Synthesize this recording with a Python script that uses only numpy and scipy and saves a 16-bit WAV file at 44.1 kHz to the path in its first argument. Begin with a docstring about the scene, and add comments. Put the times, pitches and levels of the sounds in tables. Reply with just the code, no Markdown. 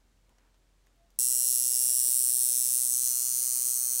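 """An ignition coil, switched by a timer circuit to light a lamp, gives a harsh, bright buzz.
Each cycle is two impulses, a soft tick as the coil charges and a sharp snap as it fires, and both
excite the resonances of its metal can. The microphone slowly draws back, so the colour and the
reflections off the tiled floor shift. Before the buzz starts, a hand fiddles with a power plug.
A faint room hum lies underneath."""
import sys
import numpy as np
from scipy import signal
from scipy.fft import rfft, irfft, next_fast_len
from scipy.io import wavfile
from scipy.ndimage import uniform_filter1d, map_coordinates

SR = 44100
rng = np.random.default_rng(int(sys.argv[2]) if len(sys.argv) > 2 else 0)


def waveform_to_disk(signal):
    """Save audio, clipped to [-1, 1], as 16-bit WAV at the path in sys.argv[1]."""
    frames = np.transpose(np.atleast_2d(signal))
    scaled = np.clip(frames, -1, 1) * 32767
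    samples = np.round(scaled).astype(np.int16)
    wavfile.write(sys.argv[1], SR, samples)


N = 176400
ON_S = 1.1896  # the coil starts
CRACK_S = 0.0004  # a brief crack leads each snap by this much
ECHO_EDGE_HZ = 1790  # reflections lie mostly above this


def amp(db):
    """Amplitude ratio of a level in decibels."""
    return 10 ** (np.asarray(db) / 20)


def along(points, hz):
    """Interpolation of (f/Hz, value) points on a logarithmic frequency axis."""
    f, values = np.transpose(points)
    return np.interp(np.log(hz + 1), np.log(f + 1), values)


def curve(points, t):
    """Linear interpolation of (t/s, value) points."""
    return np.interp(t, *np.transpose(points))


def wobble(rate, t):
    """Random modulation: a spline through `rate` Gaussian knots a second."""
    return map_coordinates(rng.standard_normal(1024), [t * rate], mode="wrap")


def swell(t, middle, length):
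    """Raised-cosine envelope."""
    return np.cos(np.pi * np.clip((t - middle) / length, -.5, .5)) ** 2


def coloured(x, db_of, causal=False):
    """Filtering by a response in dB; the causal, minimum-phase form rings only after a blow."""
    size = 2 * next_fast_len(len(x) // 2 + 8192)
    gain = amp(db_of(np.fft.rfftfreq(size, 1 / SR)))
    if causal:
        cepstrum = irfft(np.log(gain + 1e-7))
        cepstrum[1:size // 2] *= 2
        cepstrum[size // 2 + 1:] = 0
        gain = np.exp(rfft(cepstrum))
    return irfft(rfft(x, size) * gain, size)[:len(x)]


def high_pass(x, edge_hz):
    """Second-order attenuation below the edge frequency."""
    return coloured(x, lambda hz: -10 * np.log10(1 + (edge_hz / (hz + 100)) ** 4), causal=True)


def noise(db_of):
    """Spectrally shaped Gaussian noise of rms 1."""
    x = coloured(rng.standard_normal(N), db_of)
    return x / np.sqrt(np.mean(x ** 2) + 1e-20)


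def pulses(times, sizes):
    """Band-limited impulses: windowed sincs placed between samples."""
    at = times[:, None] * SR
    index = np.floor(at).astype(int) + np.arange(-7, 9)
    taps = np.sinc(index - at) * np.cos(np.pi * (index - at) / 16) ** 2
    return np.bincount(index.ravel(), (sizes[:, None] * taps).ravel(), N)[:N]


def scatter(envelope):
    """Diffuse response: dense random arrivals of energy 1 under an envelope."""
    response = rng.standard_normal(len(envelope)) * envelope
    return response / np.linalg.norm(response)


# spectrum of the room air: f/Hz, relative level/dB
AIR_SPECTRUM = [(30, -21), (60, -10.5), (100, -15), (190, -18), (600, -25), (1000, -27.5), (3000, -32),
                (7500, -34.5), (10000, -39.5), (15500, -45)]
# spectrum of the soft rush under the buzz: f/Hz, relative level/dB
RUSH_SPECTRUM = [(25, -8), (60, -4.5), (150, -5.5), (400, -10), (800, -9), (1400, -13.5), (4000, -5),
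                 (15000, -20)]

def room(t):
    """Ambient noise and a low pure tone; once the coil runs, this hum sinks and a soft rush joins."""
    on = np.clip((t - ON_S) / 0.013, 0, 1)
    hum_hz = 43.7
    hum_rms = amp(-67.5 - 10.5 * on + 0.65 * wobble(9, t))
    hum = hum_rms * np.sqrt(2) * np.sin(2 * np.pi * hum_hz * t)
    rush = on * amp(-60 + 0.92 * wobble(8.3, t)) * noise(lambda hz: along(RUSH_SPECTRUM, hz))
    air = amp(-71.5) * noise(lambda hz: along(AIR_SPECTRUM, hz))
    return hum + rush + air


# clicks of the plug: t/s, level/dB, tilt/(dB per octave)
PLUG_CLICKS = [(.293, -65.5, 1), (0.384, -61, -3), (.544, -67, -2), (.864, -71, 9), (0.869, -63.5, -1.5),
               (.959, -72, 10), (1.104, -64, 5), (1.16, -71, 0)]
# spectrum of a click before its tilt: f/Hz, relative level/dB
CLICK_SPECTRUM = [(200, -11), (900, 2), (3000, 5), (4500, -3), (6800, 6), (9000, -2), (15000, -9)]

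def plug_clicks(t):
    """Impact: each noise burst decays exponentially and leaves a weak reverberant tail."""
    out = np.zeros(N)
    for start, db, tilt in PLUG_CLICKS:
        age = np.abs(t - start)
        decay = amp(-60 * age / 0.016) + amp(-16 - 60 * age / ROOM_T60_S)
        burst = noise(lambda hz: along(CLICK_SPECTRUM, hz) + tilt * np.log2(hz + 1))
        out += amp(db) * decay * (t >= start) * burst
    return out


# rubs and bumps of the hands: centre t/s, half-amplitude duration/s, level/dB, upper edge f/Hz
HAND_RUBS = [(0.31, 0.041, -70.5, 900), (.44, 0.13, -75.5, 1900), (2.74, 0.053, -66, 330),
             (3.045, 0.017, -58, 286), (3.335, 0.059, -65.5, 220)]

def hand_rubs(t):
    """Friction and soft contact: dull swells of low-passed noise."""
    out = np.zeros(N)
    for middle, length, db, edge_hz in HAND_RUBS:
        rub = noise(lambda hz: -10 * np.log10(1 + (hz / edge_hz) ** 6))
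        out += amp(db) * swell(t, middle, 2 * length) * rub
    return out


def plug_squeak(t, hz=680):
    """Sliding friction: the plug goes in with one wavering tone."""
    phase = 2 * np.pi * hz * t + 0.45 * wobble(40.3, t)
    return amp(-69.5) * swell(t, middle=1.028, length=0.19) * np.sin(phase)


# switching rate of the timer: t/s, f/Hz
SWITCHING_RATE = [(1.19, 125.03), (1.47, 124.27), (1.67, 125.1), (1.75, 123.57), (1.79, 125.09),
                  (1.91, 124.57), (1.95, 124.83), (2.23, 124.87), (2.27, 124.53), (2.55, 124.79),
                  (2.75, 124.29), (3.03, 124.83), (3.07, 124.24), (3.43, 124.61), (3.57, 124.3),
                  (3.62, 124.95), (3.68, 124.15), (3.99, 124.59)]

def firing_times(t, jitter_s=6e-6, wander_s=2.4e-5):
    """Phase is the integral of frequency: the coil fires once a cycle, slightly unsteadily."""
    running = t >= ON_S
    cycles = np.cumsum(curve(SWITCHING_RATE, t) * running) / SR
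    fire = np.interp(np.arange(int(cycles[-1]) + 1), cycles[running], t[running])
    return fire + jitter_s * rng.standard_normal(len(fire)) + wander_s * wobble(35, fire)


# retreat of the microphone: t/s, position (0 close, 1 midway, 2 and above drawn back)
MIC_POSITION = [(1.2, 0.094), (1.62, 0.31), (2.1, 0.94), (2.6, 1.26), (3.1, 1.8), (4, 2.7)]

def moving_microphone(x, path, smoothing_hz, count):
    """Time-varying convolution: x cross-fades through successive responses, each evened in colour."""
    span_s = N / SR - ON_S
    progress = np.clip((np.arange(N) / SR - ON_S) / span_s, 0, 1) * (count - 1)
    out = np.zeros(N)
    for k in range(count):
        response = path(curve(MIC_POSITION, ON_S + span_s * k / (count - 1)))
        size = 2 * len(response)
        bins = max(1, int(smoothing_hz * size / SR))
        power = np.abs(uniform_filter1d(np.abs(rfft(response, size)) ** 2, bins)) + 1e-9
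        f = np.fft.rfftfreq(size, 1 / SR)
        evened = coloured(response, lambda hz: -10 * np.log10(np.interp(hz, f, power)), causal=True)
        fade = np.clip(1 - np.abs(progress - k), 0, 1)
        out += signal.fftconvolve(x * fade, evened)[:N]
    return out


def dispersed(x, lag_s=0.0006963, slow_hz=3870, fast_hz=12580):
    """Dispersion: low tones travel slower in the can wall, so a snap becomes a tiny falling chirp."""
    hz = np.fft.rfftfreq(2 * len(x), 1 / SR)
    group_delay = lag_s * np.clip((fast_hz - hz) / (fast_hz - slow_hz), 0, 1)
    phase = -2 * np.pi * np.cumsum(group_delay) * hz[1]
    return irfft(rfft(x, 2 * len(x)) * np.exp(1j * phase))[:len(x)]


def snap_path(position):
    """Multipath propagation: with distance the direct snap weakens against its reflections."""
    t = np.arange(SR // 4) / SR - CRACK_S
    near_s, floor_s, near_t60_s = 0.0002, 0.0013, 0.017
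    crack = amp(-6.5) * scatter(swell(t, -CRACK_S / 2, CRACK_S))
    off_can_and_lamp = amp(-6.5) * scatter((t > near_s) * amp(-60 * np.abs(t) / near_t60_s))
    off_tiles = amp(-2.5) * scatter(swell(t, floor_s, length=0.0026))
    reverberation = amp(-12.5) * scatter((t > floor_s) * amp(-60 * t / ROOM_T60_S))
    response = high_pass(crack + off_can_and_lamp + off_tiles + reverberation, ECHO_EDGE_HZ)
    response[np.argmin(np.abs(t))] += amp(-3 * position)  # the direct snap
    return dispersed(response)


def sparks(t, fire, t60_s=0.008):
    """Electrical discharge: a decaying burst of fresh noise at each firing, of mean energy 1."""
    starts = fire - CRACK_S
    age = t - starts[np.clip(np.searchsorted(starts, t) - 1, 0, None)]
    bursts = (age > 0) * amp(-60 * np.abs(age) / t60_s) * rng.standard_normal(N)
    return bursts * np.sqrt(len(fire) / np.sum(bursts ** 2))


# lag of the floor echo behind the snap: t/s, delay/s
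ECHO_DELAY = [(1.2, 0.0023), (2.5, 0.0024), (3.0, 0.0018), (3.5, .0018), (4, 0.0016)]

def floor_echo(fire, sizes):
    """Specular reflection off the tiles: the lag shrinks as the microphone draws back."""
    echoes = dispersed(pulses(fire + curve(ECHO_DELAY, fire), sizes))
    return amp(-15) * high_pass(echoes, ECHO_EDGE_HZ)


# strength of the charging tick before its colouring: t/s, level/dB re the snap
TICK_LEVEL = [(1.2, -2.5), (1.7, -5.5), (2, 2), (2.4, -0.5), (2.8, -8), (3.2, -1), (4, -7)]
# colour of the tick: f/Hz, gain/dB
TICK_SPECTRUM = [(200, -62), (1500, -14), (3000, -5), (5500, -5), (8700, -1), (11000, -15), (15000, -9.5)]

def charging_ticks(fire, lead_s=0.0015, ring_s=0.002):
    """Transient excitation: the core chatters as current starts to flow, just ahead of the firing."""
    sizes = amp(curve(TICK_LEVEL, fire) + 1.2 * rng.standard_normal(len(fire)))
    slip_s = 6e-6 * amp(15 * wobble(32, fire))  # the timing slips in short fits
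    times = fire - lead_s + slip_s * rng.standard_normal(len(fire))
    age = np.arange(SR // 16) / SR
    chatter = 1 / (1 + (age / ring_s) ** 4)
    impulses = pulses(times[1:], sizes[1:])
    ticks = moving_microphone(impulses, lambda _: scatter(chatter), smoothing_hz=364, count=5)
    return coloured(ticks, lambda hz: along(TICK_SPECTRUM, hz), causal=True)


# sputters before their colouring: centre t/s, duration/s, level/dB re the snap
SPUTTER_SPELLS = [(1.496, 0.1, -17), (1.65, 0.08, -17), (1.75, 0.09, -14.5), (2.0, .08, -18),
                  (2.53, 0.09, -16.5), (2.939, 0.06, -14), (3.08, 0.12, -15.5)]
# colour of a sputter: f/Hz, gain/dB
SPUTTER_SPECTRUM = [(200, -38), (2500, -35), (5000, 13.5), (6800, 15), (9000, -7), (15000, -9)]

def sputters(t, fire):
    """Amplitude modulation: brief swells of spark noise turn the discharge coarser."""
    envelope = sum(amp(db) * swell(t, middle, length) for middle, length, db in SPUTTER_SPELLS)
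    return envelope * coloured(sparks(t, fire), lambda hz: along(SPUTTER_SPECTRUM, hz), causal=True)


# broad colour of the buzz: f/Hz, gain/dB close, gain/dB midway, gain/dB drawn back
BUZZ_SPECTRUM = [(98, -31, -34, -32.5), (257, -28, -24.5, -28.5), (580, -30, -31, -33),
                 (880, -36, -36, -32), (1500, -47.5, -42.5, -27), (2120, -36, -30, -26.5),
                 (3270, -22.5, -20, -23), (4600, -18.5, -20, -17.5), (5210, -4.5, -5, -7),
                 (6710, -5, -7.5, -1), (9040, -3.5, 2, 3.5), (9980, 1.5, -1, -2), (11740, -6, -1, -4),
                 (13900, -0.5, -4.5, -2), (14700, -4, -5, -2.5), (15450, -2, -1.5, -7)]
# resonances of can and lamp: f/Hz, width/Hz, gain/dB close, gain/dB midway, gain/dB drawn back
CAN_MODES = [(468, 136, 7.5, 10, 4.5), (1175, 136, 15.5, 9, 11), (1826, 270, 10.5, 11, -4.5),
             (2805, 180, 15.5, 7, 1.5), (3656, 270, 3, 6, -6), (4290, 425, 9.5, 10, 9),
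             (5640, 290, 6.5, 5, -1), (6070, 310, -2.5, 2.5, 6), (6415, 143, 4.5, 7, 4.5),
             (7600, 590, 5, 5.5, -6.5), (8020, 167, 14, 7, 5.5), (8750, 510, 10.5, 8.5, 0.5),
             (9580, 720, 1.5, 6.5, 4.5), (10640, 460, 7, 9.5, 4.5), (11124, 380, 14, 9, 2),
             (13030, 300, 5, 2.5, 3.5), (13580, 240, 6.5, 7, -1.5), (14300, 330, 0, 10, 2)]

def can_db(hz, place):
    """Resonance: modal bands on a broad spectrum, heard close (0), midway (1) or drawn back (2)."""
    broad = along([(f, gains[place]) for f, *gains in BUZZ_SPECTRUM], hz)
    modes = sum(gains[place] / (1 + (2 * (hz - f) / width) ** 4) for f, width, *gains in CAN_MODES)
    return broad + modes


# rms of the buzz: t/s, level/dB
BUZZ_LEVEL = [(1.2, -24.5), (1.38, -25), (1.53, -24.5), (1.7, -25.5), (1.85, -24.5), (2.15, -24.5),
              (2.45, -25), (2.65, -25.5), (3.05, -26.5), (3.3, -28), (3.6, -27.5), (4, -28)]

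def coil(t):
    """Source and filter: periodic snaps, ticks and discharge noise drive the resonances of the can."""
    fire = firing_times(t)
    sizes = amp(0.3 * rng.standard_normal(len(fire)))
    snaps = moving_microphone(pulses(fire - CRACK_S, sizes), snap_path, smoothing_hz=133, count=10)
    fizz = amp(-11) * high_pass(sparks(t, fire), edge_hz=6000)
    drive = snaps + fizz + floor_echo(fire, sizes) + charging_ticks(fire) + sputters(t, fire)
    position = np.clip(curve(MIC_POSITION, t), 0, 2)
    buzz = np.zeros(N)
    for place in range(3):
        fade = np.clip(1 - np.abs(position - place), 0, 1)
        buzz += fade * coloured(drive, lambda hz: can_db(hz, place), causal=True)
    running, window = t >= ON_S, 7080  # mean power over 0.16 s of running time
    power = uniform_filter1d(buzz ** 2, window) / (uniform_filter1d(running * 1., window) + 0.00092)
    rms = np.sqrt(np.abs(np.interp(t, t[running], power[running])))
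    return buzz / rms * amp(curve(BUZZ_LEVEL, t))


def scene():
    """Superposition: coil, room, plug and hands add in one channel."""
    t = np.arange(N) / SR
    return (coil(t) + room(t) + plug_clicks(t) + hand_rubs(t) + plug_squeak(t))[None]


def record(dry):
    """Band limiting: the treble falls steeply, by 70 dB, above 15750 Hz."""
    return np.array([coloured(x, lambda hz: -70 * np.clip((hz - 15750) / 400, 0, 1) ** 2) for x in dry])


ROOM_T60_S = 0.33  # reverberation time, shared by the clicks and the snaps

dry = scene()
out = record(dry)
waveform_to_disk(out)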